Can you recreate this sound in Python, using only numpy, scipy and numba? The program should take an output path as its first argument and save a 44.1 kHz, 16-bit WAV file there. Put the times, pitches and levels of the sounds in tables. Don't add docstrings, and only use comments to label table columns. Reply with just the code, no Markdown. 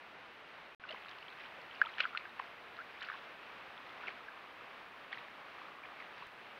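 import sys
import numpy as np
from scipy import signal
from scipy.fft import rfft, irfft
from scipy.io import wavfile
from scipy.ndimage import uniform_filter1d, minimum_filter1d
from numba import njit

SR = 44100
rng = np.random.default_rng(int(sys.argv[2]) if len(sys.argv) > 2 else 0)


def inscribe(sig):
    pcm = np.round(np.clip(np.atleast_2d(sig).T, -1, 1) * 32767)
    wavfile.write(sys.argv[1], SR, pcm.astype(np.int16))


def convert_level_to_amplitude(level_db):
    exponent = np.asarray(level_db, float) / 20
    return 10 ** exponent


N = 290852
STOP_S, RESTART_S, SPLICE_S = .7487, .7978, 6.2698
WAKE_S = .088


def unit(x):
    return x / np.sqrt(np.mean(x ** 2))


def colour(x, points):
    hz, db = np.transpose(points)
    f = np.maximum(np.arange(N // 2 + 1) * SR / N, 1)
    gain = convert_level_to_amplitude(np.interp(np.log(f), np.log(hz), db))
    return irfft(rfft(x) * gain, N)


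@njit
def ring(s, size, hz, t60_s, rise_s, glide):
    out = np.zeros(N)
    for k in range(len(s)):
        i0 = int(s[k] * SR)
        steps = int(t60_s[k] * SR) + 1
        rise_step = np.exp(-1 / (rise_s[k] * SR))
        bend = glide[k] ** (1 / steps)
        unrisen, turn, phase = 1., 2 * np.pi * hz[k] / SR, 0.
        for i in range(min(steps, N - i0)):
            unrisen *= rise_step
            turn *= bend
            phase += turn
            decay = np.exp(-np.log(1000) * (i / steps) ** 2.6)
            out[i0 + i] += size[k] * decay * (1 - unrisen) ** 2 * np.sin(phase)
    return out


# (frequency [Hz], density [dB per Hz])
HISS_COLOUR = [(20, -25.5), (200, -9.5), (750, -2), (1500, -2), (2600, -5.5), (4000, -16.5), (6300, -34),
               (9000, -66)]


def hiss():
    first_db, second_db, wake_db = -53, -52, -4.5
    hold = SR // 12
    t = np.arange(N) / SR
    flicker = uniform_filter1d(np.repeat(rng.standard_normal(N // hold + 1), hold), hold)[:N]
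    asleep = np.clip(1 - (t - RESTART_S) / WAKE_S, 0, 1)
    db = np.where(t < RESTART_S, first_db, second_db + wake_db * asleep)
    return unit(colour(rng.standard_normal(N), HISS_COLOUR)) * convert_level_to_amplitude(db + 0.92 * flicker - 1.28)


def converter_noise():
    first_db, second_db, wake_db = -85.5, -83, -7
    t = np.arange(N) / SR
    db = np.where(t < RESTART_S, first_db, second_db + wake_db * (t < RESTART_S + WAKE_S))
    return convert_level_to_amplitude(db + 3.5) * rng.standard_normal(N)


# (frequency [Hz], level [dB rms])
HUM_LINES = [
    (59.5, -88.5),
    (119, -90),
    (7768, -108),
    (7827, -107),
]
# (time [s], first tick level [dB], second tick level [dB])
TICK_LEVELS = [(0.8, -67, -67), (2.4, -56.5, -50), (3.0, -64, -56), (3.5, -47.5, -53), (4.2, -47.5, -67),
               (4.6, -48, -67), (5.3, -49, -62), (5.6, -43.5, -50), (5.9, -45, -50), (6.1, -60, -64),
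               (6.27, -66, -62)]


def electronics():
    frame_hz, tick_s = 29.7525, (.0044, .0215)
    out = converter_noise()
    for hz, db in HUM_LINES:
        out += np.sqrt(2) * convert_level_to_amplitude(db) * np.sin(2 * np.pi * hz * np.arange(N) / SR)
    s, first_db, second_db = np.transpose(TICK_LEVELS)
    frame = np.arange(int(s[0] * frame_hz), int(s[-1] * frame_hz)) / frame_hz
    same = np.ones(len(frame))
    for delay_s, db in zip(tick_s, (first_db, second_db)):
        scatter, detune, jitter = rng.standard_normal((3, len(frame)))
        start = frame + delay_s + .0002 * jitter
        size = convert_level_to_amplitude(np.interp(frame, s, db) + 1.7 * scatter)
        out += ring(start, size, 1100 * (1 + 0.069 * detune), 0.0081 * same, .0003 * same, 1.23 * same)
    return out


# (time [s], level [dB], hold [s])
LEG_MOVES = [(.89, -53, 0.026), (0.964, -59, 0.44), (1.388, -54.5, 0.073), (1.7, -60.5, 0.092),
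             (1.8, -55.5, 0.12), (1.987, -46, 0.052), (2.174, -54, 0.035), (2.382, -58.5, .12),
             (2.888, -60, 0.088), (3.022, -50, .03), (3.07, -56, 0.11), (3.22, -64, 0.64),
             (4.013, -53.5, .05), (4.078, -52.5, .01), (4.12, -68, .2), (5.124, -49, 0.0088),
             (5.187, -57, .02), (6.0, -57, .02), (6.127, -59, 0.17)]


def stir():
    attack_s, release_s, calm_db = 0.015, 0.059, -66
    t = np.arange(N) / SR
    power = convert_level_to_amplitude(2 * calm_db)
    for s, db, hold_s in LEG_MOVES:
        before_s = np.maximum(s - t, 0)
        after_s = np.maximum(t - s - hold_s, 0)
        fall_db = 10 * (before_s / attack_s + after_s / release_s)
        power = power + convert_level_to_amplitude(2 * (db - fall_db))
    return np.where((t > RESTART_S) & (t < SPLICE_S), 10 * np.log10(power), -90)


def spray(stir_db, count=9000):
    when, pitch, loud, cycles = rng.random((count, 4)).T
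    hz = 900 * 6.0 ** pitch
    size = convert_level_to_amplitude(np.minimum(-2.2 * np.log(loud), 8.0))
    grains = ring(when * N / SR, size, hz, (5 + 12 * cycles) / hz, 0.41 / hz, 1.28 + 0 * hz)
    grains = colour(grains, [(300, -15), (1200, -5.0), (2500, 2.5), (4000, -7.5), (5500, -16.0), (8000, -35)])
    return unit(grains) * convert_level_to_amplitude(stir_db)


def beads(stir_db, count=260):
    when, pitch, loud = rng.random((count, 3)).T
    hz = 2400 * 2.1 ** pitch
    churn_db = .6 * (stir_db[(when * N).astype(int)] + 54.5)
    db = -48.5 + churn_db - 12 * pitch - 8 * loud
    return ring(when * N / SR, convert_level_to_amplitude(db), hz, 0.0031 + 1.5 / hz, .6 / hz, 1.03 + 0 * hz)


# (time [s], peak level [dB], pitch [Hz], life [ms])
POCKETS = [(0.8374, -42.5, 1530, 48), (0.8914, -40.5, 2840, 37), (0.9246, -46.5, 3020, 39),
           (0.9459, -43, 1090, 20), (1.8157, -13, 1562, 18.6), (1.8195, -21.5, 1640, 20),
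           (1.8378, -38.5, 1360, 31), (1.867, -37.5, 1310, 29), (2.0031, -18.5, 1590, 5.8),
           (2.005, -19.5, 2750, 6.8), (2.005, -30.5, 4220, 5.4), (2.0044, -28, 1520, 16),
           (2.0356, -41, 3280, 28), (2.0414, -33, 1490, 32), (2.0533, -23, 1470, 14),
           (2.0563, -36, 1410, 30), (2.1305, -46, 1390, 62), (2.1492, -29.5, 1370, 19),
           (2.157, -37, 1470, 34), (2.254, -41.5, 1610, 43), (2.3969, -26, 1420, 4.9),
           (2.3978, -28, 1007, 16), (3.038, -40, 1530, 24), (3.0992, -36, 1250, 25),
           (3.1272, -41, 1610, 30), (4.082, -32.5, 2220, 22), (4.2838, -41, 1620, 35),
           (5.836, -45, 2360, 32), (6.002, -43, 2170, 25), (6.2231, -38.5, 1046, 25)]
# (time [s], peak level [dB], pitch [Hz])
MORE_POCKETS = [(0.9087, -46, 4180), (0.908, -38, 3060), (1.0844, -48, 3850), (1.113, -43, 3220),
                (1.2268, -42, 2770), (1.2826, -43, 3170), (1.851, -38.5, 2680), (1.86, -38.5, 3340),
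                (1.8902, -39, 1790), (1.939, -42.5, 3120), (1.9832, -30, 1750), (1.997, -35, 2630),
                (1.998, -35, 1530), (2.0062, -25, 2620), (2.023, -39, 2240), (2.0335, -36, 2870),
                (2.1736, -29.5, 2710), (2.175, -36.5, 4100), (2.177, -34.5, 2070), (2.789, -33.5, 1420),
                (3.0183, -32.5, 1660), (3.029, -40, 2880), (3.0868, -30, 1580), (3.1173, -35, 1680),
                (3.154, -38, 1550), (4.071, -38.5, 2670), (5.129, -30.5, 1920), (5.1328, -36, 2060),
                (5.174, -35, 1900), (6.024, -39.5, 1930)]


def pops():
    small_life_ms = 11
    pockets = list(POCKETS) + [(s, db, hz, small_life_ms) for s, db, hz in MORE_POCKETS]
    s, db, hz, life_ms = np.transpose(pockets).astype(float)
    life_s = life_ms / 1000
    size = np.sign(rng.standard_normal(len(s))) * convert_level_to_amplitude(db + 1.5)
    body = ring(s - .0002, size, hz, 0.38 * life_s + 1.0 / hz, 0.69 / hz, 0.97 + 0 * s)
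    snap = ring(s - .0002, size * convert_level_to_amplitude(-17.0), 1.53 * hz, 3.4 / hz, 0.065 / hz, 0.84 + 0 * s)
    tail = ring(s + 0.00148, size * convert_level_to_amplitude(-15.5), 1.02 * hz, 0.92 * life_s, 2.0 / hz, 1.03 + 0 * s)
    return body + snap + tail


# (time [s], peak level [dB], pitch [Hz])
FALLING_DROPS = [(0.839, -42, 2420), (0.8526, -39, 1250), (0.8898, -46, 3960), (1.0596, -41, 1420),
                 (1.0845, -44, 2670), (1.187, -45, 2800), (1.303, -49, 4070), (1.458, -46, 3160),
                 (1.712, -42, 3100), (1.7471, -43, 2770), (1.7601, -41, 2600), (1.8146, -38, 2760),
                 (1.8961, -48, 3970), (2.018, -39, 3220), (2.2944, -51, 3920), (2.3966, -32, 2030),
                 (2.7681, -50, 4050), (3.0078, -48, 3640), (3.0258, -40, 2980), (3.0481, -47, 2950),
                 (3.1004, -32, 1580), (3.138, -39, 1720), (3.139, -39, 1090), (3.7777, -44.5, 3470),
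                 (4.0795, -37, 2400), (4.0908, -36, 1710), (5.121, -43, 3330), (5.1462, -43, 2950),
                 (5.1835, -48, 3850), (5.284, -39, 1890)]
# (time [s], peak level [dB], pitch [Hz])
WET_TICKS = [(0.8645, -59, 4480), (0.898, -48, 3860), (0.9139, -52, 4440), (0.9144, -49, 3660),
             (0.9248, -53, 4820), (0.9738, -44, 2650), (1.037, -50, 3340), (1.0486, -47, 3190),
             (1.0666, -55, 4090), (1.0917, -48, 3830), (1.1123, -54, 4690), (1.2073, -54, 4310),
             (1.328, -52, 3880), (1.4612, -51, 3920), (1.6162, -52, 4570), (1.7301, -48, 3270),
             (1.7521, -52, 4820), (1.7735, -47, 2840), (1.9533, -52, 4010), (2.0113, -52, 4310),
             (2.0255, -49, 4200), (2.0485, -47, 2760), (3.0117, -47, 4100), (3.049, -54, 4480),
             (3.1386, -49, 3750), (3.8939, -47, 3500), (4.1057, -51, 3360), (5.1282, -42, 3480),
             (5.1606, -56, 4480), (6.1805, -55, 4900)]


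def drops():
    s, db, hz = np.transpose(list(FALLING_DROPS) + list(WET_TICKS)).astype(float)
    return ring(s - .0005, convert_level_to_amplitude(db + 0.5), hz, 0.0032 + 2.5 / hz, .5 / hz, 0.95 + 0 * s)


# (time [s], peak level [dB], pitch [Hz], length [ms], end over start pitch [ratio])
RISING_BUBBLES = [
    (0.902, -46, 598, 20, 1.17),
    (0.932, -49, 370, 8.1, 2.1),
    (1.851, -43.5, 910, 13, 1.08),
    (2.7902, -44.5, 1333, 31, 1.32),
    (3.140, -45, 1060, 14, 1.05),
    (1.58, -51.5, 540, 16, 1.03),
    (4.081, -47, 707, 12, 1.24),
    (4.036, -44.5, 1400, 11, 1.1),
    (5.849, -48.5, 1650, 11, 2.3),
]


def risers():
    out = np.zeros(N)
    for s, db, hz, ms, bend in RISING_BUBBLES:
        u = np.linspace(0, 1, int(ms * SR / 1000))
        i = int(s * SR)
        tone = np.sin(np.cumsum(2 * np.pi * hz * bend ** (u ** 1.9) / SR))
        out[i:i + len(u)] += convert_level_to_amplitude(db) * np.sin(np.pi * u) ** 0.36 * tone
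    return out


# (time [s], peak level [dB], centre [Hz], fall by 60 dB [ms])
MUD_SLAPS = [(1.8152, -38.5, 3970, 12), (1.9832, -51, 3500, 15), (1.998, -54, 4000, 20),
             (2.0032, -29, 3040, 42), (2.1738, -52, 3980, 25), (2.3935, -33, 1850, 32),
             (6.0005, -40.5, 2450, 23), (4.0795, -48, 516, 69), (2.003, -42.5, 600, 28),
             (2.3954, -46, 600, 32), (3.008, -47, 3800, 25), (3.027, -47, 6200, 20), (3.048, -50, 4000, 33),
             (4.0795, -48, 2690, 80), (5.128, -57, 4600, 25), (0.932, -52, 290, 54)]


def splats():
    out = np.zeros(N)
    t = np.arange(4096) / SR
    front = (1 - np.exp(-t / 0.00032)) ** 2
    for s, db, hz, t60_ms in MUD_SLAPS:
        band = signal.butter(3, [hz * 0.54, hz * 1.14], "band", fs=SR, output="sos")
        burst = unit(signal.sosfilt(band, rng.standard_normal(len(t))))
        i = int(s * SR)
        out[i:i + len(t)] += convert_level_to_amplitude(db - 60000.0 * t / t60_ms) * front * burst
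    return out


# (time [s], peak level [dB], pitch [Hz])
TEARING_FILMS = [(.9462, -38, 1400), (1.0945, -42, 4600), (1.186, -45, 4200), (2.254, -37, 1800),
                 (6.001, -43, 2300), (1.983, -32, 2680), (1.9904, -33, 2800), (1.998, -37, 2600),
                 (2.0024, -29, 2600), (2.0046, -26.5, 3600), (2.0098, -34, 2800), (2.1494, -39, 2600),
                 (2.174, -25, 2450), (2.396, -33, 2480), (2.398, -36, 2580), (1.6165, -50, 5000),
                 (3.188, -46, 3600), (3.025, -37, 2800), (3.1006, -41, 2000), (4.0811, -34, 2580),
                 (4.0832, -31.5, 2180), (5.1282, -40, 3380)]


def cracks():
    s, db, hz = np.transpose(TEARING_FILMS).astype(float)
    return ring(s, convert_level_to_amplitude(db + 2.5), hz, 3.3 / hz, 0.19 / hz, 0.7 + 0 * s)


def scene():
    camera = hiss() + electronics()
    stir_db = stir()
    water = beads(stir_db) + pops() + drops() + risers() + splats() + cracks()
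    water = signal.sosfilt(signal.butter(5, 5400, fs=SR, output="sos"), water)
    return (camera + spray(stir_db) + water)[None]


def roll_off(x):
    return signal.sosfilt(signal.butter(12, 16410, fs=SR, output="sos"), x)


def record(dry):
    x = dry.copy()
    stop, restart, click = (int(s * SR) for s in (STOP_S, RESTART_S, SPLICE_S))
    fade = np.arange(400)
    x[:, stop:restart] = 0
    x[:, restart:restart + 400] += convert_level_to_amplitude(-53) * np.exp(-fade / 60.)
    x[:, click:click + 400] += convert_level_to_amplitude(-46) * np.exp(-fade / 20.)
    x = signal.sosfiltfilt(signal.ellip(10, .1, 60, 15720, fs=SR, output="sos"), x)
    top = signal.sosfiltfilt(signal.butter(12, 12900, "high", fs=SR, output="sos"), x)
    bright = signal.sosfiltfilt(signal.butter(4, 2400, "high", fs=SR, output="sos"), x)
    peak = -minimum_filter1d(-np.abs(bright), size=1000)
    loud = peak > .013
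    loud[:, :restart] = np.repeat(rng.random(restart // 1024 + 1) < .3, 1024)[:restart]
    loud[:, restart:restart + int(WAKE_S * SR)] = True
    x = x - top * uniform_filter1d(1. * loud, size=200)
    x[:, N - 200:] = 0
    return roll_off(x)


dry = scene()
out = record(dry)
inscribe(out)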